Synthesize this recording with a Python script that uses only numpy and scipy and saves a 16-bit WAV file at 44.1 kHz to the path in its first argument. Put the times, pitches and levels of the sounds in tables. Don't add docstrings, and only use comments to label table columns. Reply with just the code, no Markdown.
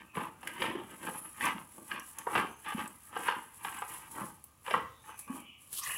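import sys
import numpy as np
from scipy import signal
from scipy.fft import rfft, irfft, next_fast_len
from scipy.io import wavfile
from scipy.ndimage import uniform_filter1d, map_coordinates

SR = 44100
rng = np.random.default_rng(int(sys.argv[2]) if len(sys.argv) > 2 else 0)


def digitize_waveform(pressure):
    field = np.atleast_2d(pressure).T
    bounded = np.clip(field, -1, 1)
    quanta = np.round(bounded * 32767).astype(np.int16)
    wavfile.write(sys.argv[1], SR, quanta)


N = 263585

# frequency in Hz, relative density in dB per Hz.
AIR_SPECTRUM = [(20, -14), (45, -6), (70, 8.5), (240, -1.5), (400, -9), (680, -9), (900, -9), (1200, 1.5),
                (1500, -23.5), (2500, -13.5), (4500, -25), (7000, -17.5), (10400, -28.5), (15500, -19)]
AIR_RMS_DB = -66
# start of full level in s, attack in s, hold in s, level in dB.
DRONE_SWELLS = [(3.97, .35, 0.42, -62.5), (4.82, 0.38, 0.054, -60.5)]
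DRONE_REST_DB, DRONE_FALL_DB_PER_S = -75, 50
# start in s, length in s, start pitch in Hz, end pitch in Hz, direct peak in dB.
BIRD_CALLS = [(0.0, 0.21, 2700, 2500, -83), (0.673, .11, 3475, 3065, -73), (2.438, .16, 6350, 6250, -84.5),
              (4.84, .24, 3630, 3730, -87), (4.992, 0.65, 2540, 2305, -81), (4.97, .3, 6380, 5960, -85),
              (5.261, 0.19, 3030, 2930, -80), (5.4, .16, 3030, 2912, -74), (5.436, .12, 2600, 2400, -79)]
BIRD_WAVER_HZ = 150
# frequency in Hz, 60 dB decay time in s.
BARN_T60 = [(150, 0.54), (1000, 0.38), (3000, 0.49), (10000, 0.21)]

# start of full force in s, attack in s, hold in s,
# hollow scrape in dB, gritty rasp in dB, body rumble in dB.
SHOVES = [(0.002, 0.029, 0.011, -57.5, -54.5, -58), (0.171, 0.029, 0.066, -39, -47.0, -46.5),
          (0.485, 0.099, 0.005, -50.0, -51, -51.0), (0.563, 0.043, 0.044, -49, -52, -58),
          (0.615, 0.053, 0.065, -44.5, -39.5, -43), (0.684, 0.053, 0.12, -46.5, -52, -47),
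          (0.921, 0.097, 0.0043, -54.5, -54, -53.5), (1.043, 0.052, 0.035, -44.5, -44, -45.5),
          (1.15, 0.037, 0.017, -48.5, -53, -54.0), (1.253, 0.022, 0.005, -54.5, -57.5, -58.5),
          (1.443, 0.056, 0.034, -33, -32.5, -42.5), (1.563, 0.015, 0.0078, -48, -50.5, -51.5),
          (1.784, 0.048, 0.0073, -67, -80, -52.0), (1.919, 0.033, 0.041, -42.5, -43.5, -51.5),
          (2.194, 0.053, 0.005, -49.5, -52.5, -59.5), (2.275, 0.018, 0.054, -39.5, -56, -57),
          (2.362, 0.041, 0.031, -32, -33.5, -38), (2.662, 0.023, 0.046, -41, -42.0, -58),
          (2.783, 0.025, 0.026, -39.5, -40.5, -45.0), (3.154, 0.06, 0.082, -45, -49.0, -53.5),
          (3.282, 0.041, 0.0027, -34, -33.5, -53), (3.366, 0.008, 0.006, -48.0, -58, -53.5),
          (3.675, 0.086, 0.0056, -43.5, -47, -55.5), (3.727, 0.025, 0.081, -46.5, -50.5, -62.5),
          (3.898, 0.028, 0.069, -51, -53, -63.5), (4.037, 0.065, 0.005, -52, -55, -62.5),
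          (4.171, 0.054, 0.062, -41.5, -53.5, -47), (4.676, 0.027, 0.058, -43, -44, -61.5),
          (4.739, 0.008, 0.012, -36.5, -39.5, -42.5), (5.103, 0.096, 0.005, -49, -54, -66.5),
          (5.295, 0.029, 0.074, -49, -75, -51)]
SCRAPE_FALL_DB_PER_S, RASP_FALL_DB_PER_S, RUMBLE_FALL_DB_PER_S = 174.5, 225, 160
SAG_DB_PER_S = 11
# time in s, level in dB before flutter.
STIRRING = [(0.0, -68.5), (0.7, -64.5), (1.3, -57), (1.75, -61), (2.6, -61.5), (3.5, -58.5), (4.3, -61.5),
            (4.6, -71.5), (5.0, -74), (5.98, -83)]
STIRRING_FLUTTER_DB, STIRRING_FLUTTER_PER_S = 2.5, 16
LOOSE_FEED_DB, LOOSE_GRIT_DB = -8, -10
# frequency in Hz, width in Hz, lift over the broad response in dB.
TUB_MODES = [(323, 14, 4), (525.5, 22, 3.5), (584, 15, 2), (742, 19, 6), (891, 69, 3), (1018, 21, 3),
             (1168, 26, 6), (1235, 18, 2.5), (1388, 13, 2.5), (1571, 63, 7.5), (1837, 15, 0.5),
             (2009, 16, 4), (2050, 20, 1.5), (2370, 47, 3), (2825, 29, -4)]
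# frequency in Hz, relative density in dB per Hz.
SCRAPE_SPECTRUM = [(150, -38.5), (330, -21.5), (520, -21.5), (690, -23.5), (830, -0.5), (1020, 0.5),
                   (1250, -1), (1450, -13), (1900, -12), (3500, -47.5), (8000, -70.5)]
RASP_SPECTRUM = [(700, -23.5), (1300, -19.5), (1650, 8), (2300, 2.5), (2950, 3.5), (3400, -5.5),
                 (4000, -16.5), (5500, -20.5), (9000, -47)]
HOLLOW_SPECTRUM = [(100, -47), (250, -17.5), (450, 15.5), (720, 11), (900, -15), (1600, -37), (5000, -64)]
RUMBLE_SPECTRUM = [(30, -47.5), (70, -17.5), (130, -7.5), (220, 0), (320, -2), (420, -11), (650, -11.5),
                   (1200, -55)]

# start of full force in s, attack in s, hold in s, crackle in dB.
RUSTLES = [(0.155, 0.02, 0.083, -53.5), (0.47, 0.153, 0.13, -58.5), (0.607, 0.036, 0.051, -48.5),
           (0.905, 0.006, 0.012, -58), (1.04, 0.046, 0.15, -49.5), (1.427, 0.065, 0.03, -42),
           (1.878, 0.23, 0.061, -55), (2.066, 0.077, 0.0046, -52.5), (2.313, 0.058, 0.083, -47.5),
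           (2.692, 0.11, 0.14, -52.5), (3.22, 0.12, 0.058, -47), (3.556, 0.054, 0.005, -54),
           (3.631, 0.028, 0.17, -49.5), (3.895, 0.079, 0.087, -47.0), (4.112, 0.02, 0.18, -50),
           (4.669, 0.051, 0.087, -52), (5.086, 0.098, 0.005, -55), (5.193, 0.036, 0.008, -48),
           (5.359, 0.085, 0.005, -48.5), (5.619, 0.054, 0.086, -58), (5.729, 0.022, 0.012, -43.5),
           (5.876, 0.016, 0.11, -40.0)]
RUSTLE_FALL_DB_PER_S = 210
# start of full force in s, attack in s, hold in s, level in dB.
SWEEPS = [(5.739, 0.031, 0.032, -47.5), (5.781, 0.057, 0.01, -37.5), (5.836, 0.023, 0.035, -42.5)]
SWEEP_FALL_DB_PER_S = 440
# frequency in Hz, relative density in dB per Hz.
CRACKLE_SPECTRUM = [(1500, -14), (3500, -17.5), (5000, -18), (6800, -11.5), (8000, -4), (8900, -7.5),
                    (9900, 2.5), (10600, 3.5), (11800, -3), (13500, -10), (16000, -14.5)]
SWEEP_SPECTRUM = [(1500, -36), (3000, 1), (4300, -0.5), (6500, -3.5), (9000, 3.5), (14000, 0.5),
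                  (16000, -10)]

# start in s, peak before the barn tail in dB,
# hollow part in dB before a 0.5 dB cut, hard edge in dB (both beside a scrape part at -3 dB).
KNOCKS = [(0.153, -35, -15, -1), (0.17, -27, -4.5, -7), (0.431, -36.5, -14, -4), (0.473, -28, -27, 17),
          (0.62, -21, -10, 1), (0.641, -26.5, -9.5, -14), (1.085, -29.5, -9, -28), (1.409, -27, -18, 19),
          (1.467, -23.5, -41, -13), (1.781, -43.5, -28, -16.5), (1.915, -26, -35, 6.5),
          (2.187, -41, -12, -4), (2.269, -23, -7.5, -27), (2.353, -15.5, -13.5, -8), (2.378, -19, -8, -7),
          (2.647, -42, -26, 13), (2.722, -30, -14.5, -9.5), (3.128, -38, -14, -10),
          (3.165, -23, -10.5, -12), (3.285, -16, -44, -13), (3.288, -23, -42, 2.5), (3.648, -26, -23, -5),
          (3.821, -25, -38, -10), (4.664, -33.5, -28, 5), (4.679, -26.5, -9, -11), (4.709, -22.5, 0.5, 3),
          (4.74, -14.5, -18, -21), (5.092, -37, -16, -15), (5.278, -42, -25, -12)]
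# start in s, peak before the barn tail in dB, pitch in Hz.
THUDS = [(0.172, -33, 179), (0.6, -37.5, 342), (0.699, -35, 332), (0.75, -30.5, 358), (0.79, -38.5, 364),
         (1.548, -37, 208), (2.746, -29.5, 219), (4.213, -35, 190), (5.298, -30, 252)]
# start in s, peak before the barn tail in dB, pitch in Hz, resonance in dB.
SNAPS = [(0.474, -29.5, 5040, 13), (1.455, -23.5, 5940, 15), (1.88, -37.5, 8000, -2),
         (1.997, -32.5, 5860, 19), (2.186, -26, 6130, 11), (2.877, -33.5, 7960, 11), (3.788, -36, 7900, 17),
         (4.441, -35, 14500, 18), (4.709, -32.5, 5160, 25), (5.192, -31.5, 8200, -1), (5.729, -27, 6030, 4),
         (5.791, -25.5, 6500, -3), (5.899, -37, 8000, -8)]
SMALL_SNAP_DB, SMALL_SNAP_SPREAD_DB, SMALL_SNAP_HZ, SMALL_SNAP_RING_DB = -46.5, 3, 8000, 3
# start in s, length in s, start centre in Hz, end centre in Hz,
# width relative to the start centre, rms before the fade in dB.
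SLIDES = [(1.04, 0.33, 10800, 10500, 0.07, -48.5), (5.818, 0.042, 5000, 7400, 0.18, -44),
          (5.81, 0.185, 1900, 1850, 0.1, -44), (5.8, 0.224, 2640, 2800, 0.091, -46),
          (5.76, 0.264, 1140, 1100, .11, -47.5)]
SLIDE_ROUGH_DB, SLIDE_SKIRT_DB = 3, -8

TOP_HZ = 15850


def amp(db):
    return 10 ** (np.asarray(db) / 20)


def unit(x):
    return x / np.sqrt(np.mean(x ** 2) + 1e-20)


def along(points, hz):
    f, v = np.transpose(points)
    return np.interp(np.log(hz + 1), np.log(f + 1), v)


def curves(rows):
    s, *cols = np.transpose(rows)
    return [np.interp(np.arange(N) / SR, s, c) for c in cols]


def wobble(rate, size=N):
    knots = rng.standard_normal(int(size * rate / SR) + 4)
    return map_coordinates(knots, [np.arange(size) * rate / SR])


def add(track, s, sound):
    start = round(s * SR)
    part = sound[max(-start, 0):N - start]
    track[max(start, 0):][:len(part)] += part


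def colour(x, spectrum, modes=(), size=8192):
    hz = np.fft.rfftfreq(size, 1 / SR)
    lifts_db = sum(lift / (1 + (2 * (hz - f) / width) ** 2) for f, width, lift in modes)
    db = along(spectrum, hz) + lifts_db
    cepstrum = irfft(np.log(amp(db)))
    cepstrum[1:size // 2] *= 2
    cepstrum[size // 2 + 1:] = 0
    impulse = irfft(np.exp(rfft(cepstrum)))
    return signal.fftconvolve(x, impulse)[:len(x)]


def barn(x, wet_db):
    hz, t, z = signal.stft(rng.standard_normal(SR // 2), SR, nperseg=256)
    decay = amp(-60 * t / along(BARN_T60, hz)[:, None])
    build_up = 1 - np.exp(-t / 0.0058)
    tail = signal.istft(z * decay * build_up, SR, nperseg=256)[1]
    return x + amp(wet_db) * signal.fftconvolve(x, tail / np.linalg.norm(tail))[:len(x)]


def grains(rate, spread_db, clump_db, clump_rate):
    struck = rng.random(N) < rate / SR
    sizes = amp(spread_db * np.clip(rng.standard_normal(N), -2, 2)) * rng.choice([-1, 1], N)
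    return struck * sizes * amp(clump_db * np.tanh(wobble(clump_rate)))


def walls(x, strength=.33, spread=.012, count=7):
    out = x.copy()
    for late, gain in zip(rng.uniform(.001, spread, count), rng.choice([-1, 1], count)):
        lag = max(1, round(late * SR))
        out[lag:] += gain * strength * np.exp(-late / spread) * x[:-lag]
    return out


def wandering(x, hop_s=.09):
    out, size = np.zeros(N), int(hop_s * SR)
    padded, window = np.pad(x, (size, 2 * size)), np.hanning(2 * size)
    for start in range(-size, N, size):
        piece = padded[start + size:start + 3 * size] * window
        add(out, start / SR, walls(piece, strength=0.45, spread=.009))
    return out


def even(x, span_s=0.069):
    span = int(span_s * SR)
    power = abs(uniform_filter1d(uniform_filter1d(unit(x) ** 2, span), span))
    return unit(x) / np.sqrt(power + 0.011)


def strokes(rows, fall_db_per_s):
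    t = np.arange(0, N, 32) / SR
    s, attack, hold, db = np.transpose(rows)[:, :, None]
    attack, hold = np.maximum(attack, 0) + 1 / SR, np.maximum(hold, 0)
    rise_db = 20 * np.maximum(s - t, 0) / attack
    sag_db = SAG_DB_PER_S * np.clip(t - s, 0, hold)
    fall_db = fall_db_per_s * np.maximum(t - s - hold, 0)
    gain = np.linalg.norm(amp(db - rise_db - sag_db - fall_db), axis=0)
    return np.interp(np.arange(N) / SR, t, gain)


def shoving(column, fall_db_per_s):
    rows = [(s, attack, hold, levels[column]) for s, attack, hold, *levels in SHOVES]
    return strokes(rows, fall_db_per_s)


def air():
    hush = unit(colour(rng.standard_normal(N), AIR_SPECTRUM))
    swell = np.hypot(strokes(DRONE_SWELLS, DRONE_FALL_DB_PER_S), amp(DRONE_REST_DB))
    drone_spectrum = [(35, -33.5), (66, 0.5), (95, -0.5), (130, -1.5), (260, -26.5)]  # Hz, dB per Hz
    drone = unit(colour(rng.standard_normal(N), drone_spectrum))
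    return amp(AIR_RMS_DB) * hush + swell * drone


def birds():
    out = np.zeros(N)
    for s, length, start_hz, end_hz, db in BIRD_CALLS:
        u = np.linspace(0, 1, int(length * SR))
        hz = start_hz + (end_hz - start_hz) * u + BIRD_WAVER_HZ * wobble(500, len(u))
        whistle = np.sin(2 * np.pi * np.cumsum(hz) / SR)
        add(out, s, amp(db) * np.sin(np.pi * u) * whistle)
    return barn(out, wet_db=18.5)


def feeding():
    stir_db, = curves(STIRRING)
    slips = grains(rate=500, spread_db=4, clump_db=2, clump_rate=69)
    grit = unit(slips) + unit(grains(rate=710, spread_db=6, clump_db=6, clump_rate=70))
    scrape = even(colour(barn(wandering(slips), wet_db=-8.5), SCRAPE_SPECTRUM, TUB_MODES))
    rasp = even(colour(barn(wandering(grit), wet_db=-14), RASP_SPECTRUM, TUB_MODES))
    scrape_gain = np.hypot(shoving(0, SCRAPE_FALL_DB_PER_S), amp(stir_db + LOOSE_FEED_DB))
    rasp_gain = np.hypot(shoving(1, RASP_FALL_DB_PER_S), amp(stir_db + LOOSE_GRIT_DB))
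    return scrape_gain * scrape + rasp_gain * rasp


def shifting():
    bumps = grains(rate=400, spread_db=4.5, clump_db=2.5, clump_rate=40)
    rumble = even(colour(barn(bumps, wet_db=-8.5), RUMBLE_SPECTRUM, TUB_MODES))
    return shoving(2, RUMBLE_FALL_DB_PER_S) * rumble


def straw():
    stir_db, = curves(STIRRING)
    flutter_db = STIRRING_FLUTTER_DB * wobble(STIRRING_FLUTTER_PER_S)
    rustling = np.hypot(strokes(RUSTLES, RUSTLE_FALL_DB_PER_S), amp(stir_db + flutter_db))
    stalks = grains(rate=3000, spread_db=4, clump_db=5.0, clump_rate=130)
    crackle = even(colour(barn(stalks, wet_db=-2.5), CRACKLE_SPECTRUM))
    sweeping = strokes(SWEEPS, SWEEP_FALL_DB_PER_S)
    fibres = grains(rate=5000, spread_db=1.5, clump_db=2.5, clump_rate=200)
    return rustling * crackle + sweeping * even(colour(fibres, SWEEP_SPECTRUM))


def knocks():
    out, t = np.zeros(N), np.arange(SR // 3) / SR
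    for s, db, hollow_db, edge_db in KNOCKS:
        contact = rng.standard_normal(len(t)) * amp(-60 * t / 0.021)
        contact[0] += 8
        contact = walls(contact, strength=0.59, spread=.007)
        parts = [(SCRAPE_SPECTRUM, -3), (HOLLOW_SPECTRUM, hollow_db - 0.5), (RASP_SPECTRUM, edge_db)]
        ring = sum(amp(level) * unit(colour(contact, spectrum, TUB_MODES)) for spectrum, level in parts)
        add(out, s, barn(amp(db) * ring / abs(ring).max(), wet_db=-6.5))
    return out


def thuds():
    out, t = np.zeros(N), np.arange(SR // 2) / SR
    for s, db, hz in THUDS:
        u = t / 0.0029
        push = u ** 2 * np.exp(-u) * np.sin(2 * np.pi * hz * t)
        add(out, s, barn(amp(db) * push / abs(push).max(), wet_db=-10))
    return out


def snaps(count=12):
    out, t = np.zeros(N), np.arange(SR // 6) / SR
    small = []
    for when, size in rng.random((count, 2)):
        db = SMALL_SNAP_DB + SMALL_SNAP_SPREAD_DB * (2 * size - 1)
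        small.append((when * N / SR, db, SMALL_SNAP_HZ, SMALL_SNAP_RING_DB))
    for s, db, hz, ring_db in SNAPS + small:
        splinter = rng.standard_normal(len(t)) * amp(-60 * t / 0.029)
        splinter[0] += 4
        snap = colour(splinter, CRACKLE_SPECTRUM, [(hz, 1300, ring_db)])
        add(out, s, barn(amp(db) * snap / abs(snap).max(), wet_db=-9.5))
    return out


def slides():
    out = np.zeros(N)
    for s, length, start_hz, end_hz, width, db in SLIDES:
        u = np.linspace(0, 1, int(length * SR))
        phase = 2 * np.pi * np.cumsum(start_hz + (end_hz - start_hz) * u) / SR
        band = 2 * width * start_hz
        a, b = (wobble(band, len(u)) + amp(SLIDE_SKIRT_DB) * wobble(2.6 * band, len(u)) for _ in range(2))
        flutter = amp(SLIDE_ROUGH_DB * wobble(110.4, len(u)))
        hiss = unit((a * np.cos(phase) + b * np.sin(phase)) * flutter)
        add(out, s, amp(db) * np.sin(np.pi * u) * hiss)
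    return out


def scene():
    background = air() + birds()
    cow = feeding() + shifting() + knocks()
    bedding = straw() + thuds() + snaps() + slides()
    return (background + cow + bedding)[None]


def record(dry):
    m = next_fast_len(N + SR // 2)
    passed = np.fft.rfftfreq(m, 1 / SR) < TOP_HZ
    return irfft(rfft(dry, m) * passed, m)[..., :N]


dry = scene()
out = record(dry)
digitize_waveform(out)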